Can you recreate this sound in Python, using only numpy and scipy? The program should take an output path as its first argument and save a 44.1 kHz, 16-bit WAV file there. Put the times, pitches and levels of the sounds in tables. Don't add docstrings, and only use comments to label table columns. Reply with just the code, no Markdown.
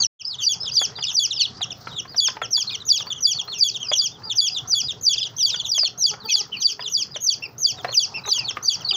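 import sys
import numpy as np
from scipy import signal
from scipy.io import wavfile
from scipy.ndimage import uniform_filter1d

SR = 44100
rng = np.random.default_rng(int(sys.argv[2]) if len(sys.argv) > 2 else 0)


def invert_db(level):
    return 10 ** (np.asarray(level, dtype=float) / 20)


def wrap_up_sound(samples):
    columns = np.atleast_2d(samples).T
    tamed = np.clip(columns, -1, 1)
    steps = np.round(tamed * 32767).astype(np.int16)
    wavfile.write(sys.argv[1], SR, steps)


N = 395136
TOP_HZ = 15800


def at_hz(points, hz):
    point_hz, point_db = np.transpose(points)
    return np.interp(np.log(hz), np.log(point_hz), point_db)


def drift(rate_hz):
    r = np.exp(-2 * np.pi * rate_hz / SR)
    slow = signal.lfilter([1], [1, -2 * r, r * r], rng.standard_normal(N + SR))[SR:]
    return slow / slow.std()


def bandpass(order, low_hz, high_hz, x):
    return signal.sosfilt(signal.butter(order, [low_hz, high_hz], "band", fs=SR, output="sos"), x)


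def lowpass(order, top_hz, x):
    return signal.sosfilt(signal.butter(order, top_hz, fs=SR, output="sos"), x)


def add(out, s, sound):
    at = max(round(s * SR), 0)
    out[at:at + len(sound)] += sound[:N - at]


# (frequency [Hz], density [dB per Hz])
YARD = [(18, -45), (30, -37), (124, -2), (286, -14), (754, -13.5), (930, -12), (1060, -7.5), (2720, -34.5),
        (4040, -37.5), (4980, -17.5), (7370, -73.5), (15800, -59)]
# (time [s], level [dB])
BUSTLE = [
    (0, -28.5),
    (.19, -61),
    (.55, -46),
    (4, -48),
    (5.1, -46.5),
    (5.6, -48),
    (7.4, -50),
    (8, -45.5),
    (8.96, -43.5),
]


def yard():
    edges = 45 * 2 ** np.arange(0, 8.6, .5)
    white = rng.standard_normal((2, N))
    together, own, patches = drift(18.6), drift(55), drift(4.4)
    out = 0
    for k, (low_hz, high_hz) in enumerate(zip(edges, edges[1:])):
        band = bandpass(2, low_hz, high_hz, white[k % 2])
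        flicker_db = 2 * together + 1.9 * np.roll(own, k * N // 20) + 3.55 * np.roll(patches, k * N // 19)
        out = out + band * invert_db(at_hz(YARD, np.sqrt(low_hz * high_hz)) + flicker_db)
    bustle_db = np.interp(np.arange(N) / SR, *np.transpose(BUSTLE))
    return invert_db(bustle_db) * (out / out.std() + drone())


# (frequency [Hz], level [dB], swing [dB])
DRONES = [
    (118.8, -3, 2),
    (304, -25, 4),
    (419.4, -12.5, 3.5),
    (737, -17.5, 6),
    (1308, -24, 2),
]


def drone():
    width_hz = 26
    r = np.exp(-np.pi * width_hz / SR)
    out, swing = 0, drift(2.75)
    for k, (hz, db, swing_db) in enumerate(DRONES):
        poles = [1, -2 * r * np.cos(2 * np.pi * hz / SR), r * r]
        ring = signal.lfilter([1, 0, -1], poles, rng.standard_normal(N))
        out = out + invert_db(db + swing_db * np.roll(swing, k * SR)) * ring / ring.std()
    return out


# (time [s], length [s], middle pitch [Hz], effort [dB])
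DIVES = [(.621, 0.053, 3650, -44), (.657, 0.048, 3280, -33), (1.021, 0.037, 2990, -26.5),
         (1.305, 0.034, 3390, -27.5), (1.358, 0.036, 3150, -36), (1.445, 0.025, 3250, -29),
         (1.872, .075, 3600, -52), (1.392, 0.047, 3014, -27), (1.613, 0.038, 3260, -27),
         (1.701, 0.032, 3070, -36), (6.2, 0.073, 3750, -52), (6.613, 0.032, 3200, -33),
         (2.974, 0.059, 3440, -35), (8.700, 0.036, 2885, -39), (6.680, 0.033, 2974, -35),
         (5.168, 0.041, 3170, -31.5), (5.229, 0.055, 3350, -34.5), (5.644, 0.028, 3300, -32.5),
         (6.839, 0.054, 3430, -33), (7.140, 0.042, 3290, -36.5), (7.924, 0.035, 3020, -32.5),
         (8.476, 0.041, 3190, -32), (8.905, 0.027, 2820, -23)]
# (time [s], length [s], middle pitch [Hz], effort [dB])
SLIDES = [(.028, 0.033, 3060, -36.5), (.190, 0.037, 3030, -37), (.382, 0.044, 3360, -35.5),
          (.953, 0.049, 3630, -43), (1.066, 0.057, 3320, -30), (1.087, 0.041, 3510, -34.5),
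          (5.49, 0.032, 3160, -34), (1.963, 0.047, 3390, -31.5), (2.269, 0.039, 3320, -33),
          (2.417, 0.051, 3155, -36), (2.723, 0.041, 3430, -33.5), (3.385, 0.041, 3215, -31),
          (3.518, 0.038, 3390, -36.5), (3.739, 0.04, 3410, -33.5), (4.294, 0.042, 3370, -31),
          (4.547, 0.044, 3570, -27.5), (4.882, 0.044, 3460, -31.5), (5.397, 0.045, 3590, -40),
          (5.505, 0.065, 3630, -33.5), (5.845, 0.04, 3230, -30), (6.805, 0.029, 3200, -39),
          (4.465, 0.045, 3130, -35.5), (5.125, 0.043, 3150, -34.5), (8.320, 0.022, 2920, -41.5),
          (8.800, 0.036, 3000, -44.5)]
# (time [s], length [s], middle pitch [Hz], effort [dB])
SAGS = [(0, 0.072, 6230, -28), (.411, 0.04, 3070, -31.5), (1.396, 0.053, 4340, -29.5),
        (3.703, 0.029, 4450, -39.5), (5.63, 0.063, 3800, -46), (5.785, 0.08, 4780, -30.5),
        (6.565, 0.061, 4320, -45.5), (3.101, 0.036, 3350, -30.5), (3.156, 0.045, 3200, -42.5),
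        (3.545, 0.065, 2700, -39.5), (3.913, 0.03, 3250, -28.5), (3.927, 0.044, 3250, -28),
        (1.335, 0.066, 5100, -37.5), (1.400, 0.023, 3900, -47), (.001, 0.039, 4470, -31),
        (3.550, 0.047, 5480, -45), (8.235, 0.076, 3750, -42.5), (8.844, 0.066, 4270, -34.5),
        (4.573, 0.04, 3470, -36), (5.205, 0.037, 3360, -32), (5.379, .036, 3190, -40.5),
        (5.589, 0.034, 3360, -32.5), (5.649, 0.036, 3530, -35), (6.247, 0.069, 4430, -43.5),
        (6.294, 0.046, 3200, -29), (7.771, 0.047, 3620, -46.5), (8.358, 0.089, 2770, -31.5),
        (8.929, 0.035, 3490, -29)]
# (time [s], length [s], middle pitch [Hz], effort [dB])
ARCHES = [(.420, 0.046, 4800, -42), (.600, 0.066, 5300, -37.5), (1.548, 0.093, 4850, -58.5),
          (1.458, 0.044, 4470, -50), (2.678, 0.049, 4480, -47), (.957, 0.085, 4900, -47.5),
          (1.009, 0.091, 4600, -48.5), (1.029, 0.052, 5200, -42), (3.066, 0.032, 4670, -44),
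          (3.339, 0.045, 4580, -39), (3.475, 0.051, 4370, -42.5), (3.882, 0.03, 4970, -34),
          (4.501, 0.057, 4980, -43), (4.834, 0.044, 5020, -40.5), (5.177, 0.073, 5100, -43),
          (7.876, 0.054, 4370, -43), (8.277, 0.041, 4200, -33.5), (8.640, 0.035, 4720, -39.5),
          (8.855, 0.051, 4270, -55), (6.616, 0.019, 4900, -33.5), (6.797, 0.05, 5050, -47),
          (8.882, 0.05, 4900, -33)]
# (time [s], length [s], middle pitch [Hz], effort [dB])
HOOKS = [(1.912, 0.07, 3800, -46), (2.7, 0.062, 2450, -34.5), (6.312, 0.068, 3500, -46),
         (2.8, 0.03, 3980, -42), (4.112, .068, 3570, -52), (4.232, 0.078, 4820, -45.5),
         (7.105, 0.056, 4900, -53.5), (6.4, 0.073, 2000, -40), (6.282, 0.054, 2560, -25),
         (5.560, 0.052, 4700, -45), (5.990, 0.053, 4130, -52), (6.290, 0.11, 4550, -42),
         (7.421, 0.048, 2714, -28), (8.140, 0.062, 2687, -28.5), (8.440, 0.042, 4440, -38.5)]
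# (time [s], length [s], middle pitch [Hz], effort [dB])
RISES = [
    (2.884, 0.053, 4100, -43),
]
# (time [s], length [s], middle pitch [Hz], effort [dB])
SWOOPS = [
    (.245, .118, 4815, -39.5),
    (.711, 0.081, 4550, -42),
    (2.075, 0.11, 4530, -53),
    (2.668, 0.051, 3960, -38),
]
# (time [s], length [s], middle pitch [Hz], effort [dB])
DROOPS = [
    (6.518, .062, 2784, -31),
    (3.800, 0.078, 2950, -36.5),
    (3.965, 0.065, 3550, -45),
]
GLIDES = [
    (DIVES, 1.28, 1.13, .87, 0.776),
    (SLIDES, 1.17, 1.08, .87, 0.748),
    (SAGS, 1.075, 1.05, .91, .83),
    (ARCHES, .91, 0.97, 0.97, .85),
    (HOOKS, .93, 1.02, .91, .82),
    (RISES, 0.53, 0.88, 1.03, 0.86),
]
GLIDE_SHARES = (0, .2, .5, .8, 1)
BROOD_OVERTONES_DB = (-4.5, -15, -41.5)
PURE_S = [.621, .953, 1.358, 1.445, 1.872, 2.075, 2.668, 3.965, 4.112, 4.465, 4.573, 5.125, 5.205, 5.379,
          5.397, 5.649, 6.2, 6.282, 6.294, 6.518, 6.613, 6.805, 7.924, 8.32, 8.358, 8.905]


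def brood():
    pure_db, deep_db, thin_db_per_khz, break_hz = -14, -12, -23.5, 3900
    out, waver = np.zeros(N), drift(140)
    falls = [(SWOOPS, .92, 1.12, .75, .57), (DROOPS, 1.04, 1.13, .89, .83)]
    for rows, first, early, late, last in GLIDES + falls:
        for s, length_s, hz, effort_db in rows:
            u = np.linspace(0, 1, int(length_s * SR))
            ratio = np.interp(u, GLIDE_SHARES, (first, early, 1, late, last))
            pitch = hz * uniform_filter1d(ratio, size=len(u) // 5, mode="nearest")
            pure = np.abs(np.subtract(PURE_S, s)).min() < .003
            thin_db = thin_db_per_khz * np.maximum(pitch - break_hz, 0) / 1000
            thin_db = thin_db + pure_db * pure + deep_db * (hz < 2900)
            overtones_db = [db + thin_db for db in BROOD_OVERTONES_DB]
            flutter_db = 3.44 * np.resize(waver[int(s * SR):], len(u))
            add(out, s, whistle(pitch, effort_db + flutter_db, overtones_db, fade_s=0.0091))
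    return out


# (frequency [Hz], gain [dB])
COLOUR = [(2000, -17.5), (2700, -3), (3350, 6), (3850, 4), (4600, 10.5), (5050, 11), (5330, 7), (5650, 7.5),
          (6000, 4.5), (6700, -2.5), (7600, -16.5), (8600, -34), (10100, -20.5), (11200, -21.5),
          (13300, -9.5), (15500, -30.5)]


def whistle(hz, effort_db, overtones_db, fade_s):
    phase = 2 * np.pi * np.cumsum(hz) / SR
    t = np.arange(len(hz)) / SR
    fade = np.sin(np.pi / 2 * np.clip(np.minimum(t, t[-1] - t) / fade_s, 0, 1))
    partials = 0
    for k, db in enumerate([0, *overtones_db], 1):
        level = invert_db(db + at_hz(COLOUR, k * hz)) * (k * hz < TOP_HZ)
        partials = partials + level * np.sin(k * phase)
    return np.sqrt(2) * invert_db(effort_db) * fade * partials


# (voice break [s], top of hook to break [s], low voice lasts [s], top [Hz], effort [dB])
PEEPS = [(0.489, 0.069, 0.062, 6770, -27.5), (0.796, 0.053, 0.072, 6700, -23.5),
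         (1.197, 0.059, 0.074, 6800, -23.5), (2.206, 0.033, 0.08, 6080, -23),
         (2.57, 0.051, 0.063, 6640, -21.5), (2.926, 0.063, 0.06, 7020, -22.5),
         (3.271, 0.053, 0.07, 6810, -22.5), (3.64, 0.049, 0.066, 6750, -22.5),
         (4.017, 0.052, 0.065, 6430, -22), (4.411, 0.046, 0.084, 6500, -22.5),
         (4.751, 0.064, 0.074, 6620, -24.5), (5.094, 0.071, 0.058, 7150, -24),
         (5.463, 0.086, 0.053, 6440, -26), (5.746, 0.08, 0.061, 6900, -27.5),
         (6.066, 0.078, 0.054, 6640, -24.5), (6.361, 0.065, .061, 6900, -24.5),
         (6.674, 0.061, 0.064, 6580, -23.5), (6.975, 0.07, 0.064, 7000, -25),
         (7.302, 0.086, 0.048, 6720, -24), (7.667, 0.075, 0.06, 6800, -24.5),
         (7.998, 0.069, 0.063, 6930, -23.5), (8.334, 0.062, 0.074, 6690, -25.5),
         (8.699, 0.061, 0.064, 6670, -24)]
# (time [s], shoulder [Hz], sag power of low voice [-], effort of low voice [dB], landing before break [s])
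POSTURE = [(0.489, 5740, 3, -28, 0.024), (0.795, 5740, 3.3, -27.5, 0.027), (1.197, 5700, 3.1, -27.5, 0.026),
           (2.206, 5620, 3.75, -25, 0.024), (2.57, 5608, 3.06, -27.5, 0.025),
           (2.926, 5741, 2.9, -28, 0.022), (3.271, 5730, 3.14, -27.5, 0.024),
           (3.639, 5766, 3.4, -28, 0.029), (4.016, 5740, 2.9, -29.5, 0.025),
           (4.411, 5760, 3.5, -27.5, 0.027), (4.75, 5810, 3.4, -27.5, 0.027),
           (5.094, 5900, 2.74, -27, 0.027), (5.461, 5540, 2.05, -29, 0.032),
           (5.746, 5501, 2.3, -27.5, 0.025), (6.066, 5620, 2.3, -29.5, 0.025),
           (6.361, 5620, 2.3, -30.5, 0.019), (6.674, 5730, 2, -32, 0.03), (6.974, 5740, 2.04, -30, 0.025),
           (7.303, 5860, 1.98, -30, 0.022), (7.667, 5940, 1.96, -30, 0.022),
           (7.998, 5790, 2.03, -30, 0.023), (8.334, 5790, 2.03, -30.5, 0.016),
           (8.701, 5790, 2.3, -30.5, 0.02)]
HIGH_VOICE_DB = (-7.5, -50.5, -76)
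LOW_VOICE_DB = (3, -1.5, -15)


def near_chick():
    surge_top_db, surge_s = 2.5, 0.0072
    out, waver, jitter = np.zeros(N), drift(160), drift(400)
    when, *posture = np.transpose(POSTURE)
    for break_s, lead_s, tail_s, top_hz, high_db in PEEPS:
        shoulder_hz, sag_power, low_db, landing_s = (np.interp(break_s, when, column) for column in posture)
        s, hz = peep_stations(break_s, lead_s, tail_s, top_hz, shoulder_hz, landing_s)
        t = np.arange(s[0], s[-1], 1 / SR)
        at = (t * SR).astype(int)
        pitch, low = contour(t, s, hz, sag_power)
        swell_db = -13 * np.exp(-(t - s[0]) / 0.031) - 16 * np.exp((t - s[-1]) / 0.011)
        slide_db = -2.5 * np.minimum(np.abs(np.gradient(pitch)), 3) * (1 - low)
        surge_db = surge_top_db * (t > s[3]) * np.exp(-np.maximum(t - s[3], 0) / surge_s)
        flutter_db = (5.5 - 2.26 * low) * np.minimum(waver[at], .5)
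        effort_db = high_db + 3 * (1 - low) + low * (low_db - high_db)
        effort_db = effort_db + swell_db + slide_db + surge_db + flutter_db
        effort_db = uniform_filter1d(effort_db, size=110)
        overtones_db = []
        for k, (high, deep) in enumerate(zip(HIGH_VOICE_DB, LOW_VOICE_DB), 1):
            come_and_go_db = 2.0 * k * np.roll(waver, k * SR)[at]
            overtones_db.append(high + low * (deep - high) + come_and_go_db)
        rasp = .009 * np.exp(-((t - (s[1] + s[2]) / 2) / .007) ** 2)
        rough_pitch = pitch * (1 + (.005 + rasp) * jitter[at])
        add(out, s[0], whistle(rough_pitch, effort_db, overtones_db, fade_s=.005))
    return out


def peep_stations(break_s, lead_s, tail_s, top_hz, shoulder_hz, landing_s):
    hook_s, hook_ratio = .013, .86
    step_s, last_s = 0.0089, .005
    rest_s, shelf_ratio = 0.018, 1.072
    shelf_s = min(landing_s + step_s + rest_s, lead_s - .002)
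    shoulder_s = min(landing_s + step_s, shelf_s - .002)
    before = [(lead_s + hook_s, hook_ratio * top_hz), (lead_s, top_hz), (shelf_s, shelf_ratio * shoulder_hz),
              (shoulder_s, shoulder_hz), (landing_s, 4900), (last_s, 4490)]
    after = [(0, 3430), (1, 2000)]
    high_voice = [(break_s - s, hz) for s, hz in before]
    low_voice = [(break_s + u * tail_s, hz) for u, hz in after]
    return np.transpose(high_voice + low_voice)


def contour(t, s, hz, sag_power):
    high = uniform_filter1d(np.interp(t, s[:-2], hz[:-2]), size=220, mode="nearest")
    share = np.clip((t - s[-2]) / (s[-1] - s[-2]), 0, 1)
    low = hz[-2] + (hz[-1] - hz[-2]) * share ** sag_power
    broken = np.sin(np.pi / 2 * np.clip((t - s[-2]) / .005 + .8, 0, 1)) ** 2
    return high + broken * (low - high), broken


def breath(voice):
    air = bandpass(3, 11800, TOP_HZ, rng.standard_normal(N))
    envelope = np.sqrt(uniform_filter1d(np.abs(voice), size=200) + 1e-9)
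    return invert_db(-50.5 + 9.6 * drift(60)) * envelope * air


def walls(x, t60_s, first_s):
    t = np.arange(SR // 2) / SR
    hits = rng.random(len(t)) < np.clip(t * 1.5, .01, 1)
    echo = rng.standard_normal(len(t)) * hits * invert_db(-60 * t / t60_s) * (t > first_s)
    echo = lowpass(4, 7000, echo)
    return signal.fftconvolve(x, echo / np.sqrt(np.sum(echo ** 2)))[:N]


def ducking(loud, floor_db, depth, release_db_s):
    level_db = 10 * np.log10(uniform_filter1d(loud ** 2, size=700) + 1e-10)
    ramp = release_db_s * np.arange(N) / SR
    held = np.maximum.accumulate(np.maximum(level_db - floor_db, 0) + ramp) - ramp
    return invert_db(-depth * uniform_filter1d(held, size=300))


# (time [s], peak level [dB], ring [Hz])
TAPS = [(0.814, -12, 746), (0.985, -18.5, 887), (1.608, -16.5, 770), (1.87, -13.5, 1324),
        (2.143, -21.5, 696), (2.283, -12.5, 1030), (2.367, -17, 870), (2.416, -7, 1350),
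        (3.068, -23.5, 1050), (1.696, -45, 880), (3.48, -21.5, 1264), (4.220, -32.5, 1170),
        (6.354, -26.5, 860), (3.915, -9, 600), (5.542, -18, 1450), (5.831, -18, 660), (6.137, -17.5, 790),
        (6.793, -16.5, 985), (7.159, -17.5, 587), (7.845, -4.5, 717), (7.888, -15, 540), (8.275, -17, 1004),
        (8.568, -9.5, 1200), (2.052, -23.5, 1060), (2.577, -24.5, 947), (3.004, -20.5, 1170),
        (4.735, -28, 1360), (5.779, -20, 660), (7.784, -24.5, 1300), (8.251, -19, 1190),
        (8.378, -23.5, 982), (8.508, -23.5, 1520)]


def taps():
    out, t = np.zeros(N), np.arange(SR // 8) / SR
    for (s, db, hz), chance in zip(TAPS, rng.random((len(TAPS), 2))):
        modes = np.sin(2 * np.pi * hz * t) * invert_db(-60 * t / 0.05)
        for k, c in zip((1.5, 2.1), chance):
            mode_hz = hz * (k + 0.34 * c)
            modes += invert_db(-8.0 * c) * np.sin(2 * np.pi * mode_hz * t) * invert_db(-60 * t / 0.011)
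        noise = rng.standard_normal(len(t))
        dull = bandpass(3, 400, 2400, noise)
        crack = (invert_db(10.5) * dull + invert_db(-27.0) * noise) * invert_db(-60 * t / 0.039)
        rise = np.minimum(t / .0025, 1)
        add(out, s, invert_db(db - 10.5) * (modes + crack) * rise)
    return out


def hiss():
    from_s, level_db = 1.7, -68
    band = bandpass(3, 14600, TOP_HZ, rng.standard_normal(N))
    late = np.clip((np.arange(N) / SR - from_s) * 10, .2, 1)
    return invert_db(level_db + 6.4 * drift(25)) * late * band / band.std()


# (time [s], pitch [Hz], level [dB])
CLUCKS = [
    (4.25, 438, -59),
    (6.1, 424, -60),
    (6.24, 439, -55),
    (6.37, 417, -66),
    (6.47, 421, -72),
    (6.539, 421, -68),
    (6.599, 414, -72),
    (8.1, 405.6, -57),
    (8.25, 414, -55),
    (8.91, 386, -53.5),
]


def hen():
    out, u = np.zeros(N), np.linspace(0, 1, int(.055 * SR))
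    hoarse = invert_db(5.8 * drift(44))
    for s, hz, db in CLUCKS:
        phase = 2 * np.pi * np.cumsum(hz * (1.02 - .04 * u)) / SR
        harmonics = sum(invert_db(g) * np.sin(k * phase) for k, g in enumerate((13.0, 13.0, 9.0, -5), 1))
        add(out, s, invert_db(db) * np.sin(np.pi * u) * harmonics)
    return out * hoarse


def scene():
    near, far, knocks = near_chick(), brood(), taps() + hen()
    wet = invert_db(-16.5) * walls(near, 0.16, first_s=.003)
    wet = wet + invert_db(-18.0) * walls(far + knocks, 0.16, first_s=.003)
    duck = ducking(near + far, floor_db=-29, depth=1.5, release_db_s=600)
    ground = lowpass(6, 7200, yard())
    rumble = lowpass(1, 220, ground)
    ground = (ground - rumble) * duck + rumble * duck ** 0.49
    return (near + far + knocks + wet * duck ** .5 + ground + hiss() + breath(near))[None]


def band_limit(x):
    return signal.sosfilt(signal.butter(12, 15920, fs=SR, output="sos"), x)


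def record(dry):
    gone_s, back_s = 0.069, 0.19
    t = np.arange(N) / SR
    closing = np.clip((gone_s - t) / 0.0049 + .5, 0, 1) ** 2
    opening = np.clip((t - back_s) / 0.039, 0, 1)
    dry = signal.sosfilt(signal.cheby2(10, 60, 16600, fs=SR, output="sos"), dry)
    return band_limit(dry * (closing + opening))


dry = scene()
out = record(dry)
wrap_up_sound(out)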